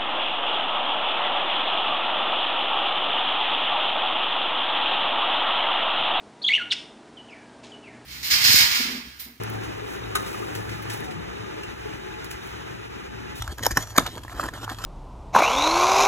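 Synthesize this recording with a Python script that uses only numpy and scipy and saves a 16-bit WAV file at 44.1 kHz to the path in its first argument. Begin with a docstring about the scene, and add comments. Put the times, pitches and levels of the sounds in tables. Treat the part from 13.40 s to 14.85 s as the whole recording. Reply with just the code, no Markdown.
"""A thin cardboard box is torn open by hand, close to a phone, over a wooden deck outdoors.
Stick-slip friction and breaking fibres excite the resonances of the card; three times the seam
fractures with a crack and the freed panel flaps. The flaps are then bent aside with creases, ticks
and rubs. Hand, flaps and deck reflect the sound, over handling rumble, a low hum and faint open air."""
import sys
import numpy as np
from scipy import signal
from scipy.fft import rfft, irfft
from scipy.io import wavfile
from scipy.ndimage import uniform_filter1d, map_coordinates

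SR = 44100
rng = np.random.default_rng(int(sys.argv[2]) if len(sys.argv) > 2 else 0)


def output_pcm(signal):
    """Save a mono or channel-first signal as 16-bit PCM at the path in sys.argv[1].

    Samples are clipped to [-1, 1] before scaling.
    """
    pcm = np.clip(np.atleast_2d(signal).T, -1, 1) * 32767
    wavfile.write(sys.argv[1], SR, np.round(pcm).astype(np.int16))


N = 63945

# Seam fractures (time [s], crack level [dB], crack rise [s], panel lag [s], panel pitch [Hz],
# panel level [dB], panel rise [s], thump pitch [Hz], thump level [dB], panel pitch drop [fraction],
# edge level [dB], rattle level [dB])
SNAPS = [(0.2635, -12.5, 0.0017, 0.0022, 1030, -13, 0.001, 550, -10, 0.55, -28.5, -18),
         (0.3702, -16, 0.0029, 0.00066, 1740, -7.5, 0.0011, 155, -25, 0.1, -25, -13),
         (0.5803, -8, 0.00093, 0.003496, 1217, -6.5, 0.00087, 279, -10.5, 0.54, -12.5, -12)]
# Fibre bundles breaking (time [s], relative rip level [dB], relative body level [dB], rise [s])
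RIPS = [(0.1823, -31, -48, 0.00066), (0.2277, -24, -31, 0.00037), (.234, -25.5, -28, 0.0011),
        (0.248, -25.5, -31, 0.0017), (.257, -19, -16.5, 0.00057), (0.307, -28.5, -33, 0.0036),
        (0.316, -22, -55, 0.00035), (0.472, -37, -41, 0.0011), (0.504, -36.5, -48, 0.0013),
        (0.5627, -26, -33, 0.0018), (0.5757, -20, -18.5, 0.0017)]
# Friction envelope, in groups of rows (time [s], relative bass [dB], body [dB], treble [dB])
FRICTION_LEVELS = [
    [(0.0, -70, -55, -41), (0.016, -53, -47, -47.5), (0.104, -48, -42, -50), (0.12, -39, -37, -40),
     (0.128, -39.5, -50, -48.5), (0.168, -70, -70, -68), (0.18, -55, -38, -48)],
    [(0.204, -35, -43, -51), (0.22, -42, -44, -50), (0.236, -39, -52, -30.5), (0.244, -41, -27, -38),
     (0.252, -48, -42, -36)],
    [(0.276, -32, -36, -46), (0.292, -62, -46.5, -53), (0.312, -32, -36, -39), (0.326, -42.5, -54, -36.5),
     (0.34, -46, -46, -68), (0.35, -68, -64, -44), (0.362, -38, -32.5, -38)],
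    [(0.388, -34, -34, -38), (0.426, -46.5, -38, -35), (0.46, -56, -48.5, -50.5), (0.512, -56, -50.5, -45),
     (0.52, -47, -46.5, -48), (0.548, -49, -45, -56), (0.562, -45, -34, -35.5)],
    [(0.605, -28.5, -31, -48), (0.651, -55, -46, -45.5), (0.663, -36, -30.5, -42.5),
     (0.717, -49.5, -56.5, -48), (0.785, -39, -36.5, -52.5), (0.801, -47.5, -54.5, -62),
     (0.87, -51, -61, -58)],
    [(0.888, -57, -49, -54.5), (0.912, -51, -48.5, -46.5), (0.926, -54, -37, -45), (0.94, -41, -43, -54),
     (0.99, -43.5, -36.5, -41.5)],
    [(1.01, -41, -28, -36.5), (1.02, -36.5, -39, -41.5), (1.042, -34.5, -28.5, -40),
     (1.078, -42.5, -43.5, -46.5), (1.09, -48, -31, -39), (1.104, -52, -56, -88), (1.125, -39.5, -53, -64)],
    [(1.145, -45, -36, -45), (1.203, -48, -48.5, -51), (1.245, -39, -34, -40.5), (1.261, -67, -48.5, -62),
     (1.319, -41.5, -34, -38.5), (1.355, -53, -51.5, -56), (1.434, -45, -41, -43)],
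]
# Bends of the card (time [s], crunch level [dB], knock level [dB], knock pitch [Hz], rise [s])
CREASES = [(0.0207, -26.5, -24.5, 1420, 0.0012), (0.0771, -32.5, -28, 1470, 0.00078),
           (0.1935, -35.5, -25, 1490, 0.00044), (0.591, -27.5, -52, 1680, 0.0028),
           (.662, -27.5, -30, 860, 0.0025), (0.675, -30.5, -27, 740, 0.00077),
           (0.7731, -39, -34, 700, 0.00035), (.779, -32, -36, 970, 0.00039),
           (0.833, -41, -43, 1070, 0.0023), (.849, -50, -34, 915, 0.0011), (.88, -44.5, -31, 1890, 0.00078),
           (.896, -56, -32.5, 2030, 0.00088), (0.9959, -39, -16, 1297, 0.0012),
           (1.039, -53, -23, 1210, 0.0008), (1.058, -34, -30, 1030, 0.00093),
           (1.086, -47, -27, 1817, 0.0015), (1.135, -42, -33, 1510, 0.002), (1.175, -45, -32, 756, 0.0013),
           (1.2785, -50, -22, 980, 0.00068), (1.293, -35, -23, 1260, 0.0004),
           (1.2968, -30.5, -24, 3580, 0.00098), (1.384, -39, -38.5, 1245, 0.0033),
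           (1.4385, -31, -30, 1356, 0.0023), (1.4485, -10.5, -50, 1690, 0.0029)]
# Single fibres and corners ticking (time [s], level [dB])
TICKS = [(0.754, -32), (0.818, -43), (0.927, -39), (0.9984, -31), (1.0104, -47), (1.0378, -26),
         (1.0635, -33), (1.074, -45), (1.087, -45), (1.246, -30), (1.346, -33)]
# Resonances of the box in three bands (frequency [Hz], gain [dB])
BOX_BASS = [(60, -41), (130, 0), (200, -6.5), (290, -0.5), (450, -5), (2000, -56)]
BOX_BODY = [(150, -28.5), (400, -9.5), (600, -2.5), (760, 1), (880, -2), (1050, 2.5), (1180, -5),
            (1320, 1.5), (1500, -5), (1700, -3), (1950, -13.5), (2400, -19.5), (5000, -54)]
BOX_TREBLE = [(800, -7), (1800, 5.5), (2400, 0), (3600, 10.5), (4200, 3), (5000, 0.5), (7000, 1),
              (8300, 4.5), (9700, -16), (11000, -2.5), (13000, -2), (14500, -10), (16000, -15)]
# Spectra of ripping, cracking and crushed card (frequency [Hz], gain [dB])
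RIP_SPECTRUM = [(800, -52), (1800, 13), (2600, -4), (3500, 2), (5000, 0), (5900, 6.5), (7000, 4.5),
                (8200, -1.5), (9700, -8.5), (13000, 1), (14500, -11), (16000, -44)]
CRACK_SPECTRUM = [(1000, -23), (3300, -6), (4300, -11.5), (5700, 5.5), (7200, 0), (9500, -5), (12500, 3),
                  (16000, -18)]
CRUNCH_SPECTRUM = [(600, -13.5), (1300, 4), (1950, 2.5), (2600, -8.5), (3600, 3), (4800, -14),
                   (15000, -15.5)]
# The hand bumping the box (time [s], pitch [Hz], level [dB], rise [s])
BUMPS = [(.003, 65, -28.5, 0.01), (0.08, 72.6, -26.5, 0.015), (0.212, 104, -35, .008),
         (0.321, 57, -24, 0.01), (0.6, 204, -27.5, 0.00076), (0.631, 168, -27, 0.0017),
         (0.955, 55, -36, 0.011), (1.311, 287, -31.5, 0.0026)]
# Spectra of handling rumble and open air (frequency [Hz], gain [dB])
RUMBLE_SPECTRUM = [(20, -35), (35, -14), (55, -2), (75, -11), (110, -10), (170, -32), (400, -46.5)]
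AIR_SPECTRUM = [(100, 3), (300, -8), (1000, -7.5), (3000, -15), (10000, -31), (14000, -36)]
# Colour of the reflections from the hand and from the deck (frequency [Hz], gain [dB])
HAND_COLOUR = [(300, -10), (1200, -0.5), (2500, 9.5), (8000, 10.5), (13500, 1.5), (15500, -17)]
DECK_COLOUR = [(100, 15), (400, -7), (1800, -0.5), (4000, 5), (14000, 2)]
# Tones of the hum (frequency [Hz], relative level [dB])
HUM_TONES = [(64.6, -48), (107.7, -45)]
# Phase difference between the microphone ports (frequency [Hz], lead of the left [rad])
PORT_LEAD = [(20, 0), (900, 0.53), (2760, 1.02), (3360, 1.5), (3800, 4.5), (6370, 5), (9000, 11.5),
             (10200, 9), (11800, 14), (14100, 14)]
# Level difference between the ports (frequency [Hz], left minus right [dB])
PORT_BALANCE = [(100, 1.5), (700, -1), (1300, -1.5), (15000, 0.5)]
# Treble roll-off of the microphone (frequency [Hz], gain [dB])
MIC_ROLLOFF = [(13500, 0), (15000, -9), (16000, -14)]

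EDGE_HZ, EDGE_RISE_S = 3550, 0.001  # a stiff folded edge rings with the crack
CRUNCH_DB, CRUNCH_RISE_S = 1.5, 0.0028  # level relative to the edge
CRACK_POWER = 3.8  # envelope exponent: a crack ends more abruptly than a ring
THUMP_LAG_S, THUMP_RISE_CYCLES = 0.00239, 0.52
SAG_S = 0.0093  # time constant of slackening card
FIBRES_PER_S, FIBRE_SPREAD_DB, HISS_DB = 1500, 2.5, -4.5
GRIP_DB, GRIP_S = 2, 0.0064  # depth and time scale of stick-slip
FRICTION_TRIMS_DB = (-1.5, -1.5, -0.5)  # bass, body, treble
TEAR_START_S, TEAR_END_S = 0.14, 0.58  # friction takes the colour of the rips while the seam runs
FLEX_SHARE, FLEX_S = 0.04, 0.05  # rms shift of the resonances and its time scale
RIP_DB, CREASE_BODY_DB, RUMBLE_DB = -1.5, -7.5, -43
HAND_DB, HAND_T60_S, HAND_MOVE_S = -11.5, 0.017, 0.049
DECK_DB, DECK_T60_S, DECK_GAP_S = -16.5, 0.21, 0.00043
HUM_DB, HUM_WAVER_DB, AIR_DB = -1.5, 3.5, -52.5
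CUTOFF_HZ = 16000


def seam_snaps(body):
    """Fracture releases elastic energy: the seam cracks, a panel flaps, the box rattles and thumps."""
    out, crack, crunch = np.zeros(N), resonator(CRACK_SPECTRUM), resonator(CRUNCH_SPECTRUM)
    for (start, crack_db, crack_rise, lag, panel_hz, panel_db, panel_rise,
         thump_hz, thump_db, sag, edge_db, rattle_db) in SNAPS:
        crushed = undb(CRUNCH_DB) * burst(start, CRUNCH_RISE_S, crunch, CRACK_POWER)
        out += undb(edge_db) * (damped_mode(start, EDGE_HZ, EDGE_RISE_S) + crushed)
        out += undb(crack_db) * burst(start, crack_rise, crack, CRACK_POWER)
        out += undb(panel_db) * damped_mode(start + lag, panel_hz, panel_rise, sag)
        out += undb(rattle_db) * burst(start, rise_s=0.0025, response=body)
        thump = damped_mode(start + THUMP_LAG_S, thump_hz, THUMP_RISE_CYCLES / thump_hz, sag=0.052)
        out += undb(thump_db) * thump
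    return out


def fibre_rips(body, rip):
    """Tensile failure: each fibre bundle breaks with a bright burst that also excites the box."""
    return undb(RIP_DB) * sum(
        undb(rip_db) * burst(start, rise, rip) + undb(body_db) * burst(start, rise, body)
        for start, rip_db, body_db, rise in RIPS)


def rubbing(bass, body, treble, rip):
    """Stick-slip friction: dense catches of fibre on fibre and a little hiss drive the resonances."""
    times, *levels = np.vstack(FRICTION_LEVELS).T
    t = since(0)
    sizes = undb(FIBRE_SPREAD_DB * np.minimum(rng.exponential(size=N), 4.5))
    catches = (rng.random(N) < FIBRES_PER_S / SR) * sizes * rng.choice([-1, 1], N)
    grip = undb(GRIP_DB * wander(GRIP_S))
    friction = unit(catches * grip) + undb(HISS_DB) * rng.standard_normal(N)
    low, mid, sliding, tearing = (unit(ring(friction, band)) for band in (bass, body, treble, rip))
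    high = np.where((t > TEAR_START_S) & (t < TEAR_END_S), tearing, sliding)
    bands = zip((low, flexed(mid), high), FRICTION_TRIMS_DB, levels)
    return sum(undb(trim + np.interp(t, times, level)) * band for band, trim, level in bands)


def flexed(x):
    """Frequency modulation: the resonances drift as the card bends."""
    speed = 1 + FLEX_SHARE * wander(FLEX_S)
    return map_coordinates(x, [np.cumsum(speed)], mode="mirror")


def creases(body, treble):
    """Transient excitation: each bend crunches and sets a panel ringing at its natural frequency."""
    out = np.zeros(N)
    for start, crunch_db, knock_db, hz, rise in CREASES:
        knock = damped_mode(start, hz, rise, sag=0.16) + undb(CREASE_BODY_DB) * burst(start, rise, body)
        out += undb(crunch_db) * burst(start, rise, treble) + undb(knock_db) * knock
    return out


def ticks(treble):
    """Impulse response: single fibres and corners briefly excite the high resonances."""
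    return sum(undb(db) * burst(start, rise_s=0.00039, response=treble, power=CRACK_POWER)
               for start, db in TICKS)


def handling():
    """Forced vibration: the hand makes a low rumble and bumps the box."""
    rumble = undb(RUMBLE_DB) * unit(ring(rng.standard_normal(N), resonator(RUMBLE_SPECTRUM)))
    return rumble + sum(undb(db) * damped_mode(start, hz, rise) for start, hz, db, rise in BUMPS)


def hand_scatter(x, paths=4):
    """Moving reflectors: echoes off hand and flaps cross-fade, so their colour keeps shifting."""
    weights = np.array([wander(HAND_MOVE_S) for _ in range(paths)])
    weights /= np.sqrt(np.sum(weights ** 2, axis=0))  # constant power
    return undb(HAND_DB) * sum(w * reflections(x, 0, HAND_T60_S, HAND_COLOUR)[0] for w in weights)


def reflections(x, gap_s, t60_s, colour):
    """Diffuse reflection: an exponentially decaying tail, independent in each channel."""
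    age = since(gap_s)
    decay = (age > 0) * np.exp(-np.log(1000) * age / t60_s)
    tail = unit(rng.standard_normal((2, N)) * decay) / np.sqrt(N)
    return ring(x, rfft(tail, 2 * N) * resonator(colour))


def outdoors():
    """Amplitude modulation makes two low tones waver, over the faint noise of open air."""
    out = undb(AIR_DB) * unit(ring(rng.standard_normal((2, N)), resonator(AIR_SPECTRUM)))
    for hz, db in HUM_TONES:
        level_db = db + HUM_DB + HUM_WAVER_DB * wander(4000 / SR)
        out += undb(level_db) * np.sqrt(2) * np.sin(2 * np.pi * (hz * since(0) + rng.random()))
    return out


def mic_ports(x):
    """Path difference: sound reaches the left port first; the midrange is stronger in the right."""
    left_gain = undb(on_bins(PORT_BALANCE) / 2)
    right_delay = np.exp(-1j * on_bins(PORT_LEAD))
    return np.array([ring(x, left_gain), ring(x, right_delay / left_gain)])


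def burst(start, rise_s, response, power=1):
    """Noise excitation: a cluster of breaking fibres rings the card, with rms near 1 at its peak."""
    envelope = swell(start, rise_s) ** power
    return unit(ring(envelope * rng.standard_normal(N), response)) * np.sqrt(np.mean(envelope ** 2))


def damped_mode(start, hz, rise_s, sag=0):
    """Damped oscillation: a panel swings, losing the fraction sag of its pitch as it slackens."""
    age = since(start)
    pitch = hz * (1 - sag * (1 - np.exp(-age / SAG_S)))
    return swell(start, rise_s) * np.sin(2 * np.pi * np.cumsum(pitch * (age > 0)) / SR)


def swell(start, rise_s):
    """Critically damped envelope: it reaches 1 in the rise time, then dies away."""
    u = since(start) / max(rise_s, 1e-4)
    return u * np.exp(1 - u)


def wander(seconds):
    """Moving averages smooth noise into a drift of rms 1 on the given time scale."""
    size = max(int(seconds * SR), 2)
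    return unit(uniform_filter1d(uniform_filter1d(rng.standard_normal(N), size=size), size=size))


def resonator(points):
    """Minimum-phase response through points of (frequency [Hz], gain [dB])."""
    cepstrum = irfft(np.log(undb(on_bins(points))))
    cepstrum[1:N] *= 2
    cepstrum[N + 1:] = 0
    return np.exp(rfft(cepstrum))


def ring(x, response):
    """Convolution, as a product of spectra."""
    return irfft(rfft(x, 2 * N) * response)[..., :N]


def on_bins(points):
    """Interpolation in log frequency onto the bins of a padded spectrum."""
    hz, value = np.array(points, float).T
    return np.interp(np.log(np.arange(N + 1) * SR / (2 * N) + 1), np.log(hz), value)


def since(start):
    """Seconds since an event, zero before it."""
    return np.maximum(np.arange(N) / SR - start, 0)


def undb(db):
    """Decibels to amplitude ratio."""
    return 10 ** (np.asarray(db) / 20)


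def unit(x):
    """Normalisation to rms 1."""
    return x / np.sqrt(np.mean(x ** 2) + 1e-20)


def scene():
    """Superposition of the box, its reflections from hand and deck, and the background."""
    bass, body, treble, rip = map(resonator, (BOX_BASS, BOX_BODY, BOX_TREBLE, RIP_SPECTRUM))
    card = seam_snaps(body) + fibre_rips(body, rip) + creases(body, treble) + ticks(treble)
    card += rubbing(bass, body, treble, rip)
    deck = undb(DECK_DB) * reflections(card, DECK_GAP_S, DECK_T60_S, DECK_COLOUR)
    return mic_ports(card + hand_scatter(card) + handling()) + deck + outdoors()


def record(dry):
    """Band limiting and saturation: the phone rolls off the treble, clips peaks and cuts the top."""
    clipped = np.clip(ring(dry, resonator(MIC_ROLLOFF)), -1, 1)
    lowpass = signal.ellip(8, .2, 80, CUTOFF_HZ, fs=SR, output="sos")
    return signal.sosfilt(lowpass, clipped)


dry = scene()
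out = record(dry)
output_pcm(out)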